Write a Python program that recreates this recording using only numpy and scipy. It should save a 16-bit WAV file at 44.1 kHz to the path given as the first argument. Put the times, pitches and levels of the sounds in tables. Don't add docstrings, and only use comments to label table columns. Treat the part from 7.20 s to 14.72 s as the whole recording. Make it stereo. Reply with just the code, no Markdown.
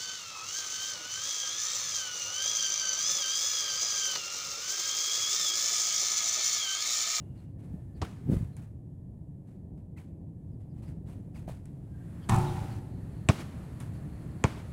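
import sys
import numpy as np
from scipy import signal
from scipy.fft import rfft, irfft
from scipy.io import wavfile
from scipy.ndimage import uniform_filter1d

SR = 44100
rng = np.random.default_rng(int(sys.argv[2]) if len(sys.argv) > 2 else 0)


def master_out(mix):
    frames = np.transpose(np.atleast_2d(mix))
    ceiling = np.clip(frames, -1, 1)
    pcm = np.round(ceiling * 32767).astype(np.int16)
    wavfile.write(sys.argv[1], SR, pcm)


N = 331632
TIME = np.arange(N) / SR
AGE = np.arange(2 * SR) / SR


def undb(db):
    return 10 ** (np.asarray(db) / 20)


def add(track, s, x):
    start = max(int(s * SR), 0)
    x = x[..., :N - start]
    track[:, start:start + x.shape[-1]] += x


def walk(rate_hz, size=N):
    hold = int(SR / rate_hz)
    steps = np.repeat(rng.standard_normal(size // hold + 1), hold)
    return 0.81 * uniform_filter1d(uniform_filter1d(steps, hold), hold)[:size]


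def noise(spectrum, wide_hz, tilt_db=0, size=len(AGE)):
    hz = np.maximum(np.fft.rfftfreq(size, 1 / SR), 1)
    points, db = np.transpose(spectrum)
    colour_db = np.interp(np.log(hz), np.log(points), db)
    gain = undb(colour_db + tilt_db * np.log2(np.maximum(hz, points[0])))
    mid, side = rfft(rng.standard_normal((2, size)))
    spread = 0.32 + 0.89 * hz ** 2 / (hz ** 2 + wide_hz ** 2)
    x = irfft(gain * (mid + np.array([[1], [-1]]) * spread * side), size)
    return x / x.std()


def narrow_band(hz, width_hz):
    band = signal.butter(2, [hz - width_hz / 2, hz + width_hz / 2], "band", fs=SR, output="sos")
    x = signal.sosfilt(band, rng.standard_normal(N))
    return x / x.std()


def burst(spectrum, rise_s, fall_s, wide_hz, tilt_db=0):
    t = AGE[:SR // 2]
    envelope = np.minimum(t / rise_s, 1) * np.exp(-np.maximum(t - rise_s, 0) / fall_s)
    x = noise(spectrum, wide_hz, tilt_db, size=len(t)) * envelope
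    return x * np.sqrt(2 * np.sum(envelope ** 2) / np.sum(x ** 2))


def ring(modes, tilt_db=0, sway=None):
    pivot_hz = modes[len(modes) // 2][0]
    out = np.zeros(len(AGE))
    for k, (hz, db, t60) in enumerate(modes):
        envelope = undb(db + tilt_db * np.log2(hz / pivot_hz)) * np.exp(-np.log(1000) * AGE / t60)
        phase = 2 * np.pi * hz * AGE + (0 if sway is None else sway[k])
        out += (-1) ** k * envelope * np.sin(phase)
    return out


def whistle(length_s, start_hz, end_hz, rough):
    size = int(length_s * SR)
    hz = np.geomspace(start_hz, end_hz, size) * (1 + rough * walk(1200, size))
    return np.sqrt(np.abs(np.hanning(size))) * np.sin(2 * np.pi * np.cumsum(hz) / SR)


def from_left(x, lag_samples=5):
    return np.array([x, np.pad(x, (lag_samples, 0))[:-lag_samples]])


def from_right(x, lag_samples=19):
    return np.array([np.pad(x[0], (lag_samples, 0))[:-lag_samples], x[1]])


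def court_response(spectrum, t60, echo_s, smear_s, echo_db, tilt_db=0):
    tail = np.exp(-np.log(1000) * AGE / t60) * np.minimum(AGE / 0.015, 1)
    echo = 0.5 * undb(echo_db) * np.exp(-((AGE - echo_s) / smear_s) ** 2)
    envelope = tail + echo
    return noise(spectrum, 410, tilt_db) * envelope / np.sqrt(np.sum(envelope ** 2))


def court_reverb(x, t60=1.0, wet_db=-14, echo_db=-5):
    # (frequency [Hz], level [dB])
    colour = [(60, -18), (250, 12), (600, 12.5), (1800, -0.5), (4000, 10), (7500, 1.5), (10000, 10.5),
              (15000, -16)]
    response = court_response(colour, t60, echo_s=0.12, smear_s=0.024, echo_db=echo_db)
    return undb(wet_db) * signal.fftconvolve(x, response, axes=1)[:, :N]


def traffic():
    # (frequency [Hz], level [dB])
    rumble = [(20, -18), (45, -5), (80, 3.5), (115, 4.5), (165, 2), (230, -6.5), (300, -9), (420, -20),
              (700, -27), (1000, -38.5), (1500, -66), (4000, -70.5)]
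    # (time [s], level [dB])
    swell = [(0, -42), (1.8, -44.5), (4.6, -41), (5.8, -38.5), (7.5, -39.5)]
    level_db = np.interp(TIME, *np.transpose(swell)) + 2.1 * walk(8)
    return undb(level_db) * noise(rumble, wide_hz=750, size=N)


def hiss(quiet_db=-70, split_hz=3000):
    # (frequency [Hz], level [dB])
    colour = [(100, 6), (600, 6), (1100, 2), (1800, -2.5), (3200, -8), (5700, -12), (7500, -6.5),
              (10000, -5), (13000, -11.5), (15500, -18.5)]
    # (time [s], level [dB])
    swell = [(0, -67.5), (.33, -82), (.55, -69.5), (.72, -73), (.93, -65.5), (1.62, -78), (3.1, -81),
             (4.6, -70), (5.36, -51), (5.75, -63), (6.33, -57), (6.8, -60.5), (7.52, -58.5)]
    level_db = np.interp(TIME, *np.transpose(swell)) + 1.5 * walk(9)
    dark_db = 1.5 + 0.2745 * (level_db - quiet_db)
    air = noise(colour, wide_hz=460, size=N)
    low = signal.sosfiltfilt(signal.butter(1, split_hz, fs=SR, output="sos"), air)
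    return undb(level_db) * (undb(dark_db) * low + undb(-dark_db) * (air - low))


def evening_chorus(dropout_db=7, fade_s=0.062):
    # (start [s], length [s], pitch [Hz], bandwidth [Hz], level [dB])
    calls = [(0.0, 0.27, 2820, 120, -78.5), (0.39, 1.1, 1785, 90, -77), (1.55, 3.1, 1787, 120, -89),
             (4.75, .33, 1590, 50, -68.5), (4.8, 2.85, 1790, 200, -71), (5.3, 2.4, 4320, 500, -75)]
    out = np.zeros((2, N))
    for start, length, hz, width_hz, db in calls:
        gate = np.clip(np.minimum(TIME - start, start + length - TIME) / fade_s + 1, 0, 1)
        level = undb(db - dropout_db * np.abs(walk(25)))
        out += gate * level * np.array([narrow_band(hz, width_hz), narrow_band(hz, width_hz)])
    return out


def shoes():
    # (time [s], level [dB], drag [s])
    scuffs = [(.125, -63.5, 0.064), (0.38, -62.5, 0.025), (.43, -62, 0.013), (0.474, -66, 0.0089),
              (0.756, -63, 0.016), (1.089, -46.5, 0.044), (1.364, -53.5, 0.0046), (1.411, -60, 0.014),
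              (2.249, -67, 0.043), (2.571, -69, 0.0064), (2.764, -54, 0.016), (3.394, -67.5, 0.015),
              (3.521, -66.5, 0.067), (3.617, -56, 0.013), (3.665, -58.5, 0.016), (3.85, -56.5, 0.045),
              (4.137, -53, 0.026), (4.272, -47, 0.016), (4.452, -62, 0.0058), (6.596, -45.5, 0.0096),
              (6.73, -56, 0.0066)]
    # (time [s], level [dB])
    heels = [(4.278, -32.5), (4.294, -36.5)]
    ticks = [(1.366, -47.5), (4.455, -50.5), (5.162, -36), (5.186, -40), (6.602, -42.5)]
    # (frequency [Hz], level [dB])
    scuff = [(200, -18), (900, 3.5), (1900, -4.5), (3200, -7), (5600, -11), (8000, -6), (10500, -6.5),
             (15000, -15.5)]
    heel = [(150, -4), (450, -6), (680, 7), (950, -23), (1600, -32), (8000, -39)]
    tick = [(1500, -7), (5000, -12), (7500, 2), (10000, 1), (15000, -28)]
    out = np.zeros((2, N))
    for s, db, drag_s in scuffs:
        fall_s = 0.036 + 0.85 * drag_s
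        add(out, s, undb(db) * burst(scuff, drag_s, fall_s, wide_hz=2900, tilt_db=-3.5))
    out *= undb(3.2 * walk(900) + 1.2 * walk(120) - 1.3)
    for s, db in heels:
        add(out, s, undb(db) * burst(heel, 0.0012, 0.0034, wide_hz=3000))
    for s, db in ticks:
        add(out, s, undb(db) * burst(tick, 0.00077, 0.0017, wide_hz=4000))
    return out


def birds(chirp_s=0.049, fall_octaves=0.154):
    # (time [s], starting pitch [Hz], level [dB])
    chirps = [(.165, 4540, -69), (0.742, 4650, -69), (1.316, 4400, -73), (3.31, 5150, -83),
              (3.49, 5100, -80), (3.65, 5150, -70), (4.14, 5100, -68), (5.014, 3310, -60),
              (5.02, 4860, -65), (5.26, 3900, -50), (5.5, 4650, -61), (6.73, 4750, -71)]
    direct = np.zeros((2, N))
    for s, hz, db in chirps:
        add(direct, s, undb(db) * whistle(chirp_s, hz, hz * 2 ** -fall_octaves, rough=0.083))
    return 0.69 * direct + court_reverb(direct, t60=0.39, echo_db=-18)


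def wind(rise_s=0.038, fall_s=0.063, front_steepness=1.56):
    # (peak time [s], level [dB])
    gusts = [(.53, -38), (1.116, -21), (1.401, -36.5)]
    # (frequency [Hz], level [dB])
    flutter = [(25, -20), (70, 8.5), (130, 9.5), (330, -12), (550, -20.5), (1000, -36), (4000, -55)]
    # (time [s], level [dB], width [s])
    eddies = [(0.545, -22, 0.0022), (1.092, -16.5, 0.0015), (1.0997, -10.5, 0.0015), (1.119, -15, .0017),
              (1.1256, -14.5, 0.0017), (1.1345, -15.5, 0.0012), (1.1425, -19.5, 0.0011),
              (1.1707, -14.5, 0.003), (1.212, -20, 0.0025), (1.23, -17.5, 0.0025)]
    swell = sum(undb(db) * np.exp(-np.maximum((s - TIME) / rise_s, (TIME - s) / fall_s))
                for s, db in gusts)
    out = swell * noise(flutter, wide_hz=1200, size=N)
    for s, db, width_s in eddies:
        offset = (TIME - s) / width_s * np.where(TIME < s, front_steepness, 1)
        out += undb(db) * (1 - offset ** 2) * np.exp(-offset ** 2 / 2)
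    return out * undb([[0], [-24]])


def thump(contact_s, cut_hz=80):
    squash = np.sin(np.pi * np.minimum(AGE / contact_s, 1)) ** 2
    acceleration = 3 * squash - 4 * squash ** 2
    return signal.sosfilt(signal.butter(2, cut_hz, "high", fs=SR, output="sos"), acceleration)


def bounces(hollow_s=0.022, lift_off_db=-15.5, ping_db=-24.5):
    # (time [s], strength [dB],
    # contact [s], crack [dB], crack pitch [ratio], slap [dB], hollow smack [Hz], smack [dB], grit [dB],
    # brightness [dB/octave], tail [dB], tail tilt [dB/octave], echo delay [s], echo [dB])
    landings = [(0.8168, -20, 0.017, -32, 0.6, -47, 965, -30.5, -34, 1, -11, -0.4, .034, 4.5),
                (6.088, -7.5, 0.014, -10, 0.92, -22.5, 1084, -28, -24.5, 1, -2.5, 0, 0.12, -4.5),
                (7.2398, -11, .0145, -11.5, 0.812, -15.5, 725, -29.5, -33, 1.5, -3.5, -1.1, 0.15, -12)]
    # (frequency [Hz], level [dB], t60 [s])
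    ball_modes = [(208.7, 9.5, 0.12), (288.4, 7, 0.11), (404, 3, 0.1), (532, 3, 0.05), (641, 11, 0.04),
                  (957, 0, 0.035), (1066, 3, 0.04), (1167, 1, 0.035), (1346, -5, 0.04), (1857, -3, 0.04),
                  (2191, -4, 0.03), (2500, -2, 0.02)]
    crack_modes = [(1950, -3, 0.0021), (2900, 3, 0.0042), (4200, -7, 0.0049), (8640, -3.5, 0.0037)]
    # (frequency [Hz], level [dB])
    slap = [(100, -13), (280, 8), (480, -1.5), (700, -2), (1150, -2), (1550, -11.5), (2400, -10.5),
            (4000, -48), (12000, -45)]
    grit = [(400, 19.5), (1500, -12), (2800, 7.5), (5500, 2), (8000, -4), (10500, -14.5), (15000, -33)]
    tail_colour = [(60, -5), (200, 11), (550, 2.5), (950, 1), (1300, -0.5), (1650, -3), (2700, -6.5),
                   (3400, -8), (5400, -12.5), (7500, -13.5), (10000, -17), (14000, -26)]
    out = np.zeros((2, N))
    ping = ring(ball_modes)
    rubber = signal.butter(3, 8800, fs=SR, output="sos")
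    swell = np.hanning(int(hollow_s * SR))
    for (s, db, contact_s, crack_db, pitch, slap_db, hollow_hz, hollow_db, grit_db,
         bright_db, tail_db, tail_tilt_db, echo_s, echo_db) in landings:
        tuned_modes = [(hz * pitch, mode_db, t60) for hz, mode_db, t60 in crack_modes]
        crack = signal.sosfilt(rubber, ring(tuned_modes, bright_db))
        hollow = narrow_band(hollow_hz, width_hz=244)[-len(swell):] * swell
        add(out, s, undb(crack_db) * from_left(crack))
        add(out, s + 0.0013, undb(db) * thump(contact_s))
        add(out, s + 0.00153, undb(slap_db) * burst(slap, 0.00087, 0.0033, wide_hz=2900))
        add(out, s, undb(hollow_db) * from_left(hollow * swell.std() / hollow.std()))
        add(out, s, undb(grit_db) * burst(grit, 0.00011, 0.009, wide_hz=2500, tilt_db=bright_db))
        lift_off = burst(slap, 0.0012, 0.0072, wide_hz=4000)
        add(out, s + 0.75 * contact_s, undb(db + lift_off_db) * lift_off)
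        add(out, s, undb(db + ping_db) * ping)
        tail = court_response(tail_colour, t60=0.63, echo_s=echo_s, smear_s=0.15 * echo_s,
                              echo_db=echo_db, tilt_db=tail_tilt_db)
        add(out, s, undb(tail_db) * tail)
    return out


def squeaks(rasp_db=3):
    # (time [s], length [s], starting pitch [Hz], final pitch [Hz], level [dB])
    slips = [(2.762, .026, 2050, 1850, -61), (2.772, 0.022, 3200, 1800, -58),
             (2.797, 0.022, 2700, 1900, -67), (4.143, 0.028, 2900, 1850, -62),
             (4.168, 0.024, 3150, 2200, -66)]
    out = np.zeros((2, N))
    for s, length_s, start_hz, end_hz, db in slips:
        add(out, s, undb(db) * whistle(length_s, start_hz, end_hz, rough=0.04))
    return out * undb(rasp_db * walk(700))


def hoop(ring_db=-32.5, clank_db=-31.5, click_db=-25.5, rattle_db=-33.5, sway_hz=27.66):
    # (time [s], push [dB], hardness [dB], thud [dB])
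    blows = [(5.0895, -15, -6, -36), (5.0943, 0, 0, -28), (5.1212, 1.5, -7, -23), (5.1437, -8, -5.5, -26),
             (5.177, -12, -14, -15), (5.213, -20, -18, -24)]
    # (frequency [Hz], level [dB], t60 [s])
    modes = [(113, 6, 1.8), (360.5, -5.5, 1.2), (771.5, -3, .9), (858, -8, .85), (893, -9.5, .85),
             (101.1, -5, 3), (120, 8, 0.098), (141.5, 2.3, 1.1), (173.3, -5, 2.2), (220, 3, 0.12),
             (301, -19, 1.8), (344, -17, .9), (366, -12, .4), (388, -18, 1.1), (554, -26, .9),
             (624, -20, .7), (704, -16, .7), (816, -20, 0.7), (919, -19, .7), (945, -18, .7),
             (969, -16, 0.65), (992, -15, 0.45), (1050, -7, 0.16), (1114, -21, .5), (1211, -15, 0.3),
             (1292, -18, 0.5), (1378, -22, 0.8), (1430, -25, 0.55), (1745, -21, 0.4), (1826, -20, 0.28),
             (2230, -18, 0.25), (2480, -17, 0.25), (2660, -31, 0.6), (3068, -31, .5)]
    # (centre [Hz], bandwidth [Hz], level [dB], rise [s], fall [s])
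    clang_bands = [(1050, 200, -28.5, .002, .03), (880, 260, -33.5, .05, .135),
                   (1290, 260, -38.5, .035, .09), (1800, 160, -41, .002, .025)]
    # (frequency [Hz], level [dB])
    clank = [(150, 11.5), (450, -8), (700, -7), (1050, -17), (1350, -8), (1600, -13), (2400, -13),
             (3500, -18), (5500, -20.5), (8500, -22), (15000, -31)]
    click = [(500, 0), (3000, 5.5), (5500, -6), (7700, 8.5), (10500, -1), (15000, -37)]
    out = np.zeros((2, N))
    sway_depth = 0.0007 * np.minimum(AGE * sway_hz, 1)
    for s, push_db, hardness_db, thud_db in blows:
        sway = [sway_depth * hz * walk(sway_hz, len(AGE)) for hz, _, _ in modes]
        bright_db = 0.1339 * push_db
        add(out, s, undb(ring_db + push_db) * ring(modes, bright_db, sway))
        add(out, s, undb(thud_db) * thump(contact_s=0.0133, cut_hz=94))
        add(out, s, undb(clank_db + hardness_db) * burst(clank, 0.00085, 0.043, wide_hz=1300))
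        add(out, s, undb(click_db + 2 * hardness_db) * burst(click, 0.00027, 0.0037, wide_hz=4000))
    first_touch_s, hardest_blow_s = blows[0][0], blows[1][0]
    judder = undb(2 * walk(400))[:SR // 2]
    add(out, hardest_blow_s, undb(rattle_db) * judder * burst(clank, 0.02, 0.23, wide_hz=850))
    for hz, width_hz, db, rise_s, fall_s in clang_bands:
        envelope = np.minimum(AGE / rise_s, 1) * np.exp(-AGE / fall_s)
        add(out, first_touch_s, undb(db) * narrow_band(hz, width_hz)[:len(AGE)] * envelope)
    return out * undb([[0.3], [-0.3]])


def scene():
    hoop_and_squeaks = hoop() + from_right(squeaks())
    footwork = from_right(shoes()) * undb([[0.1], [-0.1]])
    play = bounces() + hoop_and_squeaks + court_reverb(hoop_and_squeaks) + footwork
    return play + wind() + birds() + evening_chorus() + hiss() + traffic()


def record(dry, fade_in_s=0.005, top_hz=15800):
    # (frequency [Hz], level [dB])
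    balance = [(100, 3.5), (400, 3.5), (1000, 4), (2200, 6), (4200, 2), (8000, 1), (15000, 6)]
    points, db = np.transpose(balance)
    hz = np.maximum(np.fft.rfftfreq(N, 1 / SR), 1)
    lead_db = np.interp(np.log(hz), np.log(points), db)
    balanced = irfft(rfft(dry) * undb([lead_db / 2, -lead_db / 2]), N)
    balanced *= np.minimum(TIME / fade_in_s, 1)
    return signal.sosfilt(signal.ellip(10, 0.2, 70, top_hz, fs=SR, output="sos"), balanced)


dry = scene()
out = record(dry)
master_out(out)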